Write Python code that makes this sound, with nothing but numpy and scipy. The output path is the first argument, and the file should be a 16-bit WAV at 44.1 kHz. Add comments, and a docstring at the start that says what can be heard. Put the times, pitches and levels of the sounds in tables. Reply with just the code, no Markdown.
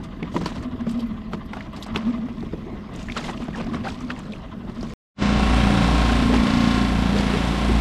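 """A small boat's one-cylinder four-stroke outboard idles in soft puffs while gear knocks on the plastic hull,
tackle clinks, a hand splashes in the water and short rough tones blip; after a short silence the boat is
under way, its engine droning and its cowl rattling once a cycle as spray and wind rush along the hull.
Engine tones are sines locked to the engine cycle, water is filtered noise with damped-sine droplets,
and struck objects are decaying modes."""
import sys
import numpy as np
from scipy import signal
from scipy.fft import rfft, irfft, next_fast_len
from scipy.io import wavfile
from scipy.ndimage import uniform_filter1d, map_coordinates

SR = 44100
rng = np.random.default_rng(int(sys.argv[2]) if len(sys.argv) > 2 else 0)


def convert_level_to_amplitude(level_db):
    """Map a level in decibels to its linear amplitude factor."""
    exponent = np.asarray(level_db, float) / 20
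    return 10 ** exponent


def store_pcm(level_fs):
    """Save levels as 16-bit WAV."""
    pcm = np.round(np.clip(level_fs, -1, 1) * 32767).astype(np.int16)
    wavfile.write(sys.argv[1], SR, np.atleast_2d(pcm).T)


N = 344112
T = np.arange(N) / SR


def unit(x):
    """Normalization: scales a signal to rms 1."""
    return x / np.sqrt(np.mean(x ** 2) + 1e-20)


def curves(rows):
    """Linear interpolation in time: one curve for each column after the time."""
    s, *columns = np.transpose(rows)
    return [np.interp(T, s, column) for column in columns]


def wobble(rate):
    """Band-limited fluctuation: a smooth curve through random knots, rate of them a second."""
    return map_coordinates(rng.standard_normal(int(N * rate / SR) + 4), [T * rate])


def filtered(x, response):
    """Linear filtering: the spectrum of x times a complex response of frequency."""
    m = next_fast_len(len(x) + 8192)
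    return irfft(rfft(x, m) * response(np.fft.rfftfreq(m, 1 / SR)), m)[:len(x)]


def coloured(x, spectrum):
    """Spectral shaping by (hz, db) points on a log frequency axis, then rms 1."""
    f, db = np.transpose(spectrum)
    return unit(filtered(x, lambda hz: convert_level_to_amplitude(np.interp(np.log(hz + 1), np.log(f + 1), db))))


def resonance(f, hz, width):
    """Damped oscillator: the causal response of one mode, 1 at its peak."""
    return 1j * f * width / (hz * hz - f * f + 1j * f * width)


def droplets(per_s, hz, turns, spread_db):
    """Bubble oscillation: a random patter of tiny bubbles, each a few cycles of a damped sine."""
    when, pitch, size = rng.random((3, int(per_s * N / SR)))
    f = np.clip(hz * 4.5 ** (2 * pitch - 1), 600, 15000)[:, None]
    t = np.arange(300) / SR
    strength = convert_level_to_amplitude(-spread_db * np.log(size + .01))[:, None]
    grains = strength * np.sin(2 * np.pi * f * t) * f * t * np.exp(-2 * f * t / turns)
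    where = (when[:, None] * N).astype(int) + np.arange(300)
    return unit(np.bincount(where.ravel(), (grains * np.sqrt(f)).ravel(), N + 300)[:N])


def rush(patchy_db, fizz, per_s):
    """Turbulence: white noise with time-frequency patches of random gain, plus droplets."""
    z = signal.stft(rng.standard_normal(N), nperseg=512)[2]
    field = uniform_filter1d(uniform_filter1d(rng.standard_normal(z.shape), 6, 0), 10, 1)
    noise = signal.istft(z * convert_level_to_amplitude(patchy_db * unit(field)), nperseg=512)[1][:N]
    return unit(noise) + fizz * droplets(per_s, 2387, turns=5.1, spread_db=4.0)


def stroke(cycles, at, width, scatter_db):
    """Cyclic modulation: a gate that swells once an engine cycle, at a new strength each time."""
    turn = cycles - at + .5
    size = convert_level_to_amplitude(scatter_db * rng.standard_normal(600))[turn.astype(int)]
    return size * np.exp(-.5 * ((turn % 1 - .5) / width) ** 2)


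def cowl(gate, blows, fast):
    """Modal response: valve clatter, intake noise and firing blows ring a cover that muffles the treble."""
    # modes of the engine cover: mode_hz, width_hz, idle_db, cruise_db
    cover_modes = [(522.6, 32, -15.5, -6), (647.3, 13.7, 6, 5.5), (753, 22, -7, 9.5), (1050, 124, 2.5, 9.5),
                   (1106, 61, 1.5, 11), (1149, 32, 1, -35), (1304, 31, -6, 0), (1344, 14.7, -15, 4),
                   (1432, 84, -19, 5.5), (1848, 34, -11.5, -9), (2050, 44, -5.5, -31), (2670, 24, -11.5, 3),
                   (3320, 880, -10.5, -24)]

    def response(f):
        total = 0
        for k, (hz, width, *mode_db) in enumerate(cover_modes):
            total = total + (-1) ** k * convert_level_to_amplitude(mode_db[fast]) * resonance(f, hz, width)
        return total / (1 + 1j * f / 4000) ** 3

    return unit(filtered(unit(gate * rng.standard_normal(N)) + blows, response))


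def exhaust_puffs(cycles, leg_hz):
    """Pulsed pipe resonance: each firing sends a short, slightly rising, breathy puff down the leg."""
    glide = 1 + .16 * (cycles % 1 - .5) + .025 * wobble(30)
    phase = 2 * np.pi * np.cumsum(leg_hz * glide) / SR
    breath = np.cos(phase) * (1 + .25 * wobble(60)) + .25 * np.sin(phase) * wobble(60)
    return unit(breath * (0.11 + stroke(cycles, 0.6, 0.24, scatter_db=-2.0) ** 0.9))


def idling():
    """Amplitude modulation: swells that cover and bare the exhaust leg vary the engine's puffs and rattle."""
    # engine cycles completed: time_s, cycles
    idle_cycles = [(0.0, 0.75), (0.3, 4.63), (0.6, 8.75), (0.9, 12.71), (1.2, 16.66), (1.5, 20.43),
                   (1.8, 24.15), (2.1, 27.8), (2.4, 31.66), (2.7, 35.48), (3.0, 39.22), (3.3, 42.94),
                   (3.6, 46.7), (3.9, 50.72), (4.2, 54.46), (4.5, 58.06), (4.8, 61.79), (4.92, 63.3)]
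    # the leg in the swell, before the faster wobbles: time_s, exhaust_pitch_hz, exhaust_db, cowl_rattle_db
    leg = [(0.0, 226.6, -46, -45), (0.16, 217.8, -52, -44), (0.22, 215.5, -32.5, -45),
           (0.31, 220, -37, -43), (0.37, 204.3, -38, -42.5), (0.6, 263.8, -33, -45), (0.81, 240, -27, -43),
           (1.06, 227, -29, -42), (1.15, 214.8, -35, -43.5), (1.85, 213.3, -45.5, -45),
           (1.94, 220.5, -28.5, -39), (2.08, 232.5, -27, -42), (2.57, 223.6, -38, -49),
           (2.8, 214.7, -53, -47), (3.12, 220.7, -39.5, -45.5), (3.27, 241.5, -30, -49),
           (3.34, 230, -45, -45), (3.43, 243.3, -31.5, -45), (3.54, 224.5, -41.5, -49),
           (3.73, 219.6, -30.5, -56), (3.9, 231.9, -43.5, -40), (4.04, 246.1, -31, -48),
           (4.2, 226.4, -49, -45.5), (4.31, 198.8, -31.5, -49), (4.4, 212, -46, -46.5),
           (4.55, 222, -45, -47), (4.94, 228.5, -36.5, -48)]
    cycles, = curves(idle_cycles)
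    leg_hz, leg_db, rattle_db = curves(leg)
    puffs = exhaust_puffs(cycles, leg_hz)
    gate = 0.25 + stroke(cycles, 0.38, 0.14, scatter_db=-2.5)
    gate = gate + 0.6 * stroke(cycles, 0.898, 0.034, scatter_db=2.5)
    rattle = cowl(gate, 0, fast=False)
    gurgle_db = 2.5 * wobble(11)  # puff-to-puff unevenness of the drowned exhaust
    return convert_level_to_amplitude(leg_db + gurgle_db) * puffs + convert_level_to_amplitude(rattle_db + 0.72 * wobble(11.0)) * rattle


def lapping():
    """Filtered turbulence: a low rumble under the hull and a steadier lap of water above it."""
    # rumble under the hull, before its wobble: time_s, level_db
    rumble_level = [(0, -36), (0.4, -33.5), (0.75, -35), (1.4, -35), (2.0, -34), (2.6, -33), (3.0, -34.5),
                    (3.7, -34), (4.2, -35), (4.92, -32.5)]
    # background spectrum, used above 300 Hz: frequency_hz, relative_db
    lap_spectrum = [(13, -31), (22, -1), (257, -6), (366, -38.5), (420, -10), (522, -12.5), (877, -18.5),
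                    (1060, -21), (1250, -24), (1740, -25), (2160, -26), (4160, -36), (9000, -55),
                    (15000, -93.5)]
    rumble = coloured(rng.standard_normal(N), [(10, -20.5), (30, -1.0), (60, -2.5), (120, -5.5), (150, -5.0),
                                               (200, 0.0), (400, -15.0), (600, -61.5)])
    lap_points = [(250, -88)] + [p for p in lap_spectrum if p[0] > 300]
    lap = coloured(rush(patchy_db=4.0, fizz=0.17, per_s=200), lap_points)
    rumble_db, = curves(rumble_level)
    return convert_level_to_amplitude(rumble_db + 2.2 * wobble(26)) * rumble + convert_level_to_amplitude(-47.5 + 1.6 * wobble(4.86)) * lap


def knocks():
    """Impact excitation: each contact is a ring, a noisy crack, a tick, a hiss and a thump of the hull."""
    # gear and water on the hull: start_s, level_db, ring_hz, thump_db (re level_db)
    contacts = [(0.037, -44, 1210, 7), (0.196, -45, 706, 9), (0.225, -39, 2100, 18),
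                (0.343, -28, 607, -0.5), (0.352, -38, 497, 20), (0.363, -17.5, 990, -3),
                (.367, -22.5, 980, -9), (0.374, -36, 700, 15), (0.412, -31, 897, 8),
                (0.459, -16.5, 980, -6), (0.518, -29, 857, -7), (0.558, -37, 988, -7),
                (0.866, -32, 1212, 9.5), (1.333, -21.5, 1250, -4), (1.533, -21.5, 880, -17),
                (1.568, -25, 750, -9.5), (1.947, -24.5, 1056, 3), (1.958, -18, 1140, -6.5),
                (2.285, -31.5, 689.8, 2.5), (2.426, -32.5, 800, -11), (2.531, -31, 660, 9.5),
                (3.165, -22, 1360, -19), (3.173, -22, 1100, -14), (3.191, -24, 820, -16),
                (3.242, -32, 656, -20), (3.281, -24.5, 1000, -22), (3.288, -21, 820, -13),
                (3.2958, -24, 855, -15), (3.452, -35, 1190, -13), (3.401, -37.5, 506, 9.5),
                (3.482, -26, 653, 0.5), (3.556, -35, 910, -5), (3.608, -32.5, 606, 9),
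                (3.737, -32, 1703, -8), (3.745, -25.5, 1130, 4.5), (3.846, -27.5, 710, -3),
                (3.854, -24.5, 840, -20), (3.865, -25, 794, -5), (3.885, -27, 790, -18),
                (4.009, -31.5, 1208, -6), (4.102, -28, 1590, -5), (4.696, -32, 1050, -8),
                (4.829, -28.5, 659, 1)]
    hull_hz, hull_t60, hull_share = 166, 0.15, 0.9  # lowest hull mode, its decay in s, its part of the thump
    out, t = np.zeros(N + SR), np.arange(SR // 5) / SR

    def dying(t60):
        return convert_level_to_amplitude(-60 * t / t60) * (1 - np.exp(-t / .0006))

    for s, db, hz, thump_db in contacts:
        a, b, c = rng.standard_normal((3, len(t)))
        t60 = 0.031 * (1000 / hz) ** 0.19  # shorter for higher rings
        ring = 1.09 * np.sin(2 * np.pi * hz * t) * dying(0.87 * t60)
        crack = unit(filtered(a, lambda f: resonance(f, hz, 1.3 * hz) * resonance(f, hz, 4 * hz)))
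        crack = .5 * crack * dying(1.4 * t60)
        hiss = convert_level_to_amplitude(-29.5) * unit(filtered(b, lambda f: resonance(f, 4500, 5000) ** 3)) * dying(t60)
        thud = unit(filtered(c, lambda f: resonance(f, 261, 202) ** 2)) * dying(0.1)
        hull = hull_share * np.sin(2 * np.pi * hull_hz * t) * dying(hull_t60)
        tick = 0.3 * b * dying(.006)
        out[round(s * SR):][:len(t)] += convert_level_to_amplitude(db) * (ring + crack + hiss + convert_level_to_amplitude(thump_db) * (thud + hull) + tick)
    return filtered(out[:N], lambda f: 1 / (1 + 1j * f / 6000) ** 2)  # the knocks' treble rolls off above 6 kHz


def stirring():
    """Splash noise: wet rustle in uneven spurts whose brightness tips the balance of lows and highs."""
    # rustle spectrum: frequency_hz, relative_db
    rustle = [(210, -34.5), (350, 3), (783, -7.5), (1260, -6.5), (1380, -10), (3350, -14.5), (7720, -27),
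              (12800, -45), (15200, -50)]
    # spurts, a quick swell and a slower fade: peak_s, level_db, fade_s (for 20 dB), brightness_db
    spurts = [(0.041, -40, 0.032, 11.5), (0.232, -48, 0.093, -5), (0.35, -38.5, 0.14, 8.5),
              (0.37, -56, 0.043, -9.5), (0.413, -31.5, 0.039, 0.5), (0.439, -44, 0.046, 1),
              (0.467, -31, 0.1, 2.5), (.483, -38, 0.084, -0.5), (0.56, -38, 0.099, 2),
              (0.63, -37.5, 0.037, 1), (0.809, -41.5, 0.025, -2), (0.897, -37, 0.068, 4.5),
              (1.0, -48, 0.088, 2), (1.065, -56, 0.065, 12), (1.335, -37, 0.046, 1), (1.56, -44, 0.2, 2),
              (1.77, -38.5, 0.097, 0.5), (1.829, -34.5, .04, 10), (1.865, -41.5, 0.089, -2.5),
              (1.971, -37.5, 0.12, -1), (2.079, -42, 0.23, -0.5), (2.4, -48.5, 0.85, 1.5),
              (2.951, -38, 0.062, 1.5), (3.0, -38.5, 0.15, 4.5), (3.12, -40.5, 0.25, 6.5),
              (3.173, -25, 0.051, 0.5), (3.2, -32.5, 0.11, 2.5), (3.243, -30, 0.15, 3),
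              (3.29, -39.5, 0.16, 3.5), (3.42, -40, 0.15, 1.5), (3.552, -38.5, 0.13, 0.5),
              (3.578, -34, 0.089, -0.5), (3.604, -36, 0.044, -1), (3.67, -41.5, .12, -1.5),
              (3.743, -35, 0.11, -1), (3.852, -36, 0.096, -1.5), (3.886, -32.5, 0.13, 3.5),
              (4.019, -41, 0.14, 3.5), (4.106, -33.5, 0.056, 0), (4.181, -41.5, 0.23, 1.5),
              (4.33, -45, 0.13, 3.5), (4.828, -42, 0.57, 3.5), (5.83, -23, 0.051, 1.5),
              (6.342, -23.5, 0.093, -0.5), (7.18, -26, 0.12, 4.5), (7.48, -31, .04, 7.5)]
    swell_over_fade = .4
    trickle_db = -60  # steady trickle between spurts
    wet = coloured(rush(patchy_db=1.2, fizz=0.8, per_s=2200) * convert_level_to_amplitude(2 * wobble(90)), rustle)
    spatter = coloured(droplets(500, 3000, turns=0.68, spread_db=4.5),
                       [(500, -23.0), (1500, -4.5), (5000, -9.5), (9000, -39.0), (12000, -33), (15000, -56)])
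    wet = wet + convert_level_to_amplitude(-10) * spatter
    low = filtered(wet, lambda f: 1 / (1 + (f / 2500) ** 4))
    high = filtered(wet, lambda f: 1 / (1 + (6000 / (f + 1)) ** 4))
    middle = wet - low - high
    power, tipped = np.full(N, convert_level_to_amplitude(2 * trickle_db)), np.zeros(N)
    for s, db, fade, bright_db in spurts:
        near = slice(max(round((s - .5) * SR), 0), round((s + 1) * SR))
        late = (T[near] - s) / max(fade, .01)
        spurt = convert_level_to_amplitude(2 * db - 40 * np.where(late > 0, late, -late / swell_over_fade))  # power
        power[near] += spurt
        tipped[near] += spurt * np.clip(bright_db, -8, 14)
    tilt_db = tipped / power  # power-weighted mean brightness
    return np.sqrt(power) * (convert_level_to_amplitude(-2 * tilt_db) * low + middle + convert_level_to_amplitude(tilt_db) * high)


def drips():
    """Bubble entrainment: each drip is a rising damped plip with a breath of noise at its own pitch."""
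    # pitched drips, spatter and small ticks: start_s, level_db, pitch_hz (at the start)
    plips = [(0.2283, -23.5, 2150), (0.4575, -24.5, 4530), (.625, -53, 7520), (0.7116, -46, 3680),
             (0.997, -37, 3100), (1.5327, -35, 2010), (1.6066, -25.5, 2030), (1.8253, -29, 3740),
             (1.9587, -21, 2540), (1.9595, -21, 3500), (2.4054, -40.5, 3720), (2.937, -48, 7880),
             (2.959, -38, 6830), (3.028, -42.5, 6540), (3.085, -23, 1750), (3.0982, -26, 2177),
             (3.1198, -29.5, 3500), (3.121, -31, 2300), (3.2415, -27.5, 2000), (3.2425, -29, 3400),
             (3.3328, -35, 2814), (3.375, -33.5, 2700), (3.429, -35.5, 2336), (3.4394, -48.5, 7710),
             (3.5063, -45, 2087), (3.56, -40, 5450), (3.6447, -44, 4900), (3.696, -43, 3560),
             (3.747, -33, 2000), (3.885, -25.5, 2340), (4.006, -40, 5880), (4.1025, -20, 1730),
             (4.103, -25, 2507), (4.115, -30.5, 3200), (4.1624, -35, 1987), (4.1904, -41, 7420),
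             (4.2537, -44.5, 3900), (4.3215, -32, 3465), (4.3338, -31.5, 2500), (4.36, -39, 2660),
             (4.809, -34.5, 4500), (4.828, -36, 5500)]
    t60, half_rise_hz = 0.024, 230  # decay in s; half the pitch rise over that time
    out, t = np.zeros(N + SR), np.arange(SR // 16) / SR
    for s, db, hz in plips:
        plip = np.sin(2 * np.pi * t * (hz + half_rise_hz * t / t60))
        noise = rng.standard_normal(len(t))
        spit = 0.82 * unit(filtered(noise, lambda f: resonance(f, hz, 0.34 * hz) ** 2))
        envelope = convert_level_to_amplitude(db - 60 * t / t60) * (1 - np.exp(-t / 0.00042))
        out[round(s * SR):][:len(t)] += envelope * (.6 * plip + spit)
    return out[:N]


def clinks():
    """Modal synthesis: each clink rings the tackle's modes anew, unevenly, roughened by scraping."""
    # modes of small metal tackle: mode_hz, mode_db, t60_s
    tackle = [(3100, -5, 0.065), (3300, -6.5, .06), (3900, -11, .07), (4550, -2, .065), (5090, -4.5, 0.1),
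              (5470, -6, .05), (6150, -12, .04), (7640, -9, .065), (8460, -16, .045), (9100, -17.5, .04),
              (10700, -18.5, 0.032), (11800, -18, .03), (13100, -26.5, .03)]
    # clinks: start_s, level_db, tilt_db_per_octave
    strikes = [(.413, -45, -2.5), (0.4593, -36.5, -5), (.47, -52, 4), (.872, -58, -2), (.892, -38.5, 0),
               (.911, -44, 9), (.9403, -50.5, -5), (.95, -55, -10), (.9742, -48.5, -2), (.993, -45, -10.5),
               (1.003, -42.5, -3), (1.025, -55.5, 3), (1.1264, -62, -2), (1.1817, -63.5, -4),
               (1.4586, -54, 6), (1.73, -57, 10), (1.7619, -40, 2), (1.826, -35.5, 4.5), (1.863, -46, 8),
               (1.9435, -50, 0.5), (1.959, -41, 1.5), (1.972, -35.5, -6), (2.0149, -56, -4.5)]
    out, t = np.zeros(N), np.arange(SR // 8) / SR
    hz, mode_db, t60 = np.transpose(tackle)[:, :, None]
    for s, db, tilt_db in strikes:
        luck, detune = rng.standard_normal((2, len(tackle), 1))
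        level = convert_level_to_amplitude(mode_db + 3.5 * luck + tilt_db * np.log2(hz / 5000) - 60 * t / t60)
        grit = rng.standard_normal((len(tackle), len(t)))
        scrape = .6 + 3.5 * uniform_filter1d(grit, 40, 1)
        scrape = scrape + 1.3 * uniform_filter1d(grit, 7, 1) * convert_level_to_amplitude(-60 * t / .05)
        ringing = (level * scrape * np.sin(2 * np.pi * hz * (1 + 0.015 * detune) * t)).sum(0)
        out[round(s * SR):][:len(t)] += convert_level_to_amplitude(db) * ringing * (1 - np.exp(-t / 0.0014))
    return out


def whiffs():
    """Friction noise: crackly swells of very high hiss, like line or wet cloth sliding."""
    # whiffs with a Gaussian swell: peak_s, level_db, half_length_s
    slides = [(1.005, -68, .02), (1.07, -69, 0.014), (1.326, -69, 0.011), (1.46, -70.5, 0.011),
              (1.56, -75, 0.031), (1.82, -59, 0.012)]
    swell = sum(convert_level_to_amplitude(db) * np.exp(-.5 * ((T - s) / half) ** 2) for s, db, half in slides)
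    hiss = coloured(rng.standard_normal(N), [(6000, -30), (10500, -3.5), (12500, 1.5), (14000, -12), (15300, -28)])
    return swell * unit(convert_level_to_amplitude(4 * wobble(150)) * hiss)


def short_tones():
    """Frequency modulation: short rough tones, mostly rising, with a wavering phase and level."""
    # tones, before the roughness: start_s, level_db, start_hz, length_s, end_over_start_pitch
    blips = [(2.433, -25, 292, 0.008, 1.3), (2.642, -33.5, 297, 0.06, 1.74), (2.717, -33, 306, 0.037, 1.7),
             (3.535, -38, 1960, 0.031, 0.53), (3.576, -31, 407, 0.033, 1.8), (3.663, -35, 665, 0.024, 1.3),
             (3.67, -29.5, 265, 0.065, 1.37), (3.695, -35, 1030, .012, 1.1), (3.765, -32, 1073, .012, 1.2),
             (3.841, -28, 449, 0.01, 1.44), (3.859, -28.5, 774, 0.032, 1.1), (3.866, -30, 1265, .016, 1.5),
             (6.291, -26, 413, 0.04, 1.47), (6.327, -27, 363, 0.051, 1.9), (6.756, -24, 296, 0.045, 1.7),
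             (7.143, -25, 387, 0.033, 1.44), (7.328, -24.5, 381, 0.048, 1.5),
             (7.687, -21.5, 312, 0.027, 1.4)]
    out, rough_db, waver = np.zeros(N), 4 * wobble(200), .55 * wobble(180)
    for s, db, start_hz, length, rise in blips:
        u = np.linspace(0, 1, round(length * SR))
        span = slice(round(s * SR), round(s * SR) + len(u))
        phase = 2 * np.pi * np.cumsum(start_hz * (1 + (rise - 1) * u ** 1.91)) / SR
        tone = np.sin(np.pi * u ** 0.88) * np.sin(phase + waver[span])
        out[span] += convert_level_to_amplitude(db + rough_db[span]) * tone
    return out


def cruise_cycles():
    """Phase accumulation: a steady pace plus the hunting of the engine as the boat climbs and drops."""
    # time_s, cycles_ahead of the steady pace
    hunt = [(5.3, -.07), (5.6, -.015), (5.9, .03), (6.05, .035), (6.2, .01), (6.4, -.01), (6.65, .015),
            (6.95, -.02), (7.25, -.065), (7.55, -.08), (7.8, -.1)]
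    steady = 1.46 + 28.86 * np.maximum(T - 5.1, 0)  # 28.86 cycles a second
    return steady + curves(hunt)[0] + 0.0025 * wobble(8)


def order_line(cycles, k, lag, slack):
    """Harmonic order: an unsteady line at k times the cycle rate; lag and slack in turns of the line."""
    # the orders meet in one sharp suction dip a cycle, and drift a little around it
    return -np.cos(2 * np.pi * (k * (cycles + 0.033) - lag + slack * wobble(4.6))) * np.sqrt(2)


def running_exhaust(cycles, leg_hz):
    """Source and filter: engine orders under the wandering resonance of the half-drowned exhaust leg."""
    # exhaust orders before the resonance: cycle_rate_multiple, relative_db
    orders = [(1, -15), (3, -9), (4, -2), (5, -3.5), (6, -6.5), (7, -5), (8, -5), (9, -2), (10, -2.5),
              (11, -18.5), (12, -18.5), (13, -15)]
    rate_hz = np.gradient(cycles) * SR
    drift = [(0, .04), (.15, .075)]  # (lag, slack) of even and odd orders; the odd ones come late
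    total = 0
    for k, db in orders:
        strength = convert_level_to_amplitude(db + 1.9 * wobble(4) + 1.2 * wobble(16))
        leg_gain = 1 + 4 / (1 + ((k * rate_hz - leg_hz) / 20) ** 2)
        total = total + strength * leg_gain * order_line(cycles, k, *drift[int(k) % 2])
    return unit(total)


def running_rattle(cycles, clatter):
    """Periodic impacts: firings and valve gear that clatters alike each cycle shake the cowl."""
    firings = unit(np.diff(np.floor(cycles + .05), prepend=1) * convert_level_to_amplitude(1.3 * rng.standard_normal(N)))
    gear = unit(clatter * rng.standard_normal(1500)[(cycles % 1 * 1500).astype(int)])
    return cowl(clatter, -3.3 * firings + 1.7 * gear, fast=True)


def block_clatter(cycles, beat):
    """Cyclostationary noise: the block's clatter repeats each cycle, and its pattern slowly changes."""
    # clatter spectrum: frequency_hz, relative_db
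    block_spectrum = [(350, -40), (550, -3), (700, -1), (870, -5), (1070, 2), (1220, -5), (1400, -3),
                      (2000, -7), (2550, -9), (2680, -2), (2800, -10), (3300, -9), (5000, -15), (8000, -26),
                      (12000, -60)]
    patterns = rng.standard_normal((3, 1500))[:, (cycles % 1 * 1500).astype(int)]
    pattern = patterns[0] + .7 * wobble(3) * patterns[1] + .7 * wobble(3) * patterns[2]
    return coloured(beat * pattern, block_spectrum)


def hull_rush(beat, wash_db):
    """Modulated turbulence: wash and spray along the hull, with a faint hiss in the top treble."""
    # low end of the wash, and the rest of it: frequency_hz, relative_db
    buffet = [(13, -33), (22, -6.5), (53, -7), (103, -4), (199, -3.5), (300, -8)]
    wash_spectrum = [(421, -11), (1070, -20.5), (1200, -21), (2710, -27.5), (5000, -36), (6500, -46),
                     (11000, -120)]
    # spray spectrum: frequency_hz, relative_db
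    spray_spectrum = [(1760, 1), (3000, 1.5), (3830, -0.5), (4160, -5.5), (6650, -17.5), (8490, -12),
                      (11400, -25), (13800, -32), (15200, -53)]
    # treble, before the spray's wobble: time_s, spray_db (re wash_db), top_hiss_db
    bright = [(5.2, -17, -110), (5.4, -9, -66), (5.9, -7.5, -59.5), (7.3, -8, -59), (7.8, -7, -58)]
    spray_db, top_hiss_db = curves(bright)
    wash = coloured(rush(patchy_db=0.8, fizz=0.24, per_s=900) * beat, buffet + wash_spectrum)
    spray = coloured(rush(patchy_db=1.2, fizz=.4, per_s=2500) * beat, spray_spectrum)
    top_hiss = coloured(rush(patchy_db=1.5, fizz=.2, per_s=600),
                        [(7000, -48.5), (10500, 6.5), (13000, -9.5), (15300, -11.5)])
    return (convert_level_to_amplitude(wash_db + 0.35 * wobble(6.6)) * wash + convert_level_to_amplitude(wash_db + spray_db + 0.76 * wobble(4.9)) * spray
            + convert_level_to_amplitude(top_hiss_db) * top_hiss)


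def under_way():
    """Superposition: shaft thrum, exhaust, cowl, block and rushing water share one engine cycle."""
    # riding the swell, wash before its wobble: time_s, shaft_thrum_db, exhaust_leg_hz, exhaust_db, wash_db
    run = [(5.2, -34, 205, -24.5, -26), (5.34, -22.5, 202, -25.5, -26), (5.56, -18.5, 222, -26, -23.5),
           (5.79, -26, 190, -23.5, -25.5), (5.94, -19, 187, -25, -26), (6.14, -20.5, 238, -25, -26.5),
           (6.28, -25, 230, -24, -27.5), (6.34, -22, 239, -23.5, -28), (6.4, -21, 216, -24.5, -28),
           (6.47, -37, 200, -24.5, -26.5), (6.57, -30, 217, -23.5, -29), (6.94, -23.5, 214, -26, -29.5),
           (7.36, -29, 180, -26.5, -26.5), (7.48, -25, 175, -27, -28), (7.58, -26, 200, -29.5, -28.5),
           (7.73, -19.5, 217, -27.5, -28), (7.8, -19, 205, -27.5, -28.5)]
    # cowl rattle: time_s, level_db
    rattle_level = [(5.2, -57), (5.4, -34), (5.85, -36.5), (6.2, -43), (6.7, -46.5), (7.1, -40.5),
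                    (7.4, -41.5), (7.8, -50)]
    thrum_db, leg_hz, exhaust_db, wash_db = curves(run)
    rattle_db, = curves(rattle_level)
    cycles = cruise_cycles()
    clatter = .15 + stroke(cycles, 0, .07, scatter_db=1.5) + .45 * stroke(cycles, .3, .06, scatter_db=1.5)
    beat = 1 + .5 * clatter  # the engine's jolts shake the spray loose
    thrum = order_line(cycles, 2, 0.086, 0.02)
    engine = convert_level_to_amplitude(thrum_db) * thrum + convert_level_to_amplitude(exhaust_db) * running_exhaust(cycles, leg_hz)
    rattle = convert_level_to_amplitude(rattle_db) * running_rattle(cycles, clatter)
    block = convert_level_to_amplitude(wash_db - 7 + wobble(2.916)) * block_clatter(cycles, beat)
    return engine + rattle + block + hull_rush(beat, wash_db)


def scene():
    """Superposition: idle, silence, then the run fades in; water splashes and short tones sound in both."""
    # fade-in of the run: time_s, gain_db
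    fade_in = [(5.145, -70), (5.165, -38), (5.19, -14), (5.225, 0)]
    idle_end_s = 4.937
    splashes = stirring() + short_tones()
    fade_db, = curves(fade_in)
    before = idling() + lapping() + knocks() + drips() + clinks() + whiffs() + splashes
    after = (under_way() + splashes) * convert_level_to_amplitude(fade_db)
    return (before * (T < idle_end_s) + after * (T > fade_in[0][0]))[None]


def top_cut(x):
    """Nothing passes above the cut-off."""
    return signal.sosfilt(signal.butter(12, 15380, fs=SR, output="sos"), x)


def record(dry):
    """Band limiting: nothing at or above 15.4 kHz is kept in the finished mix."""
    mix = filtered(dry[0], lambda f: f < 15400)[None]
    return top_cut(mix)


dry = scene()
out = record(dry)
store_pcm(out)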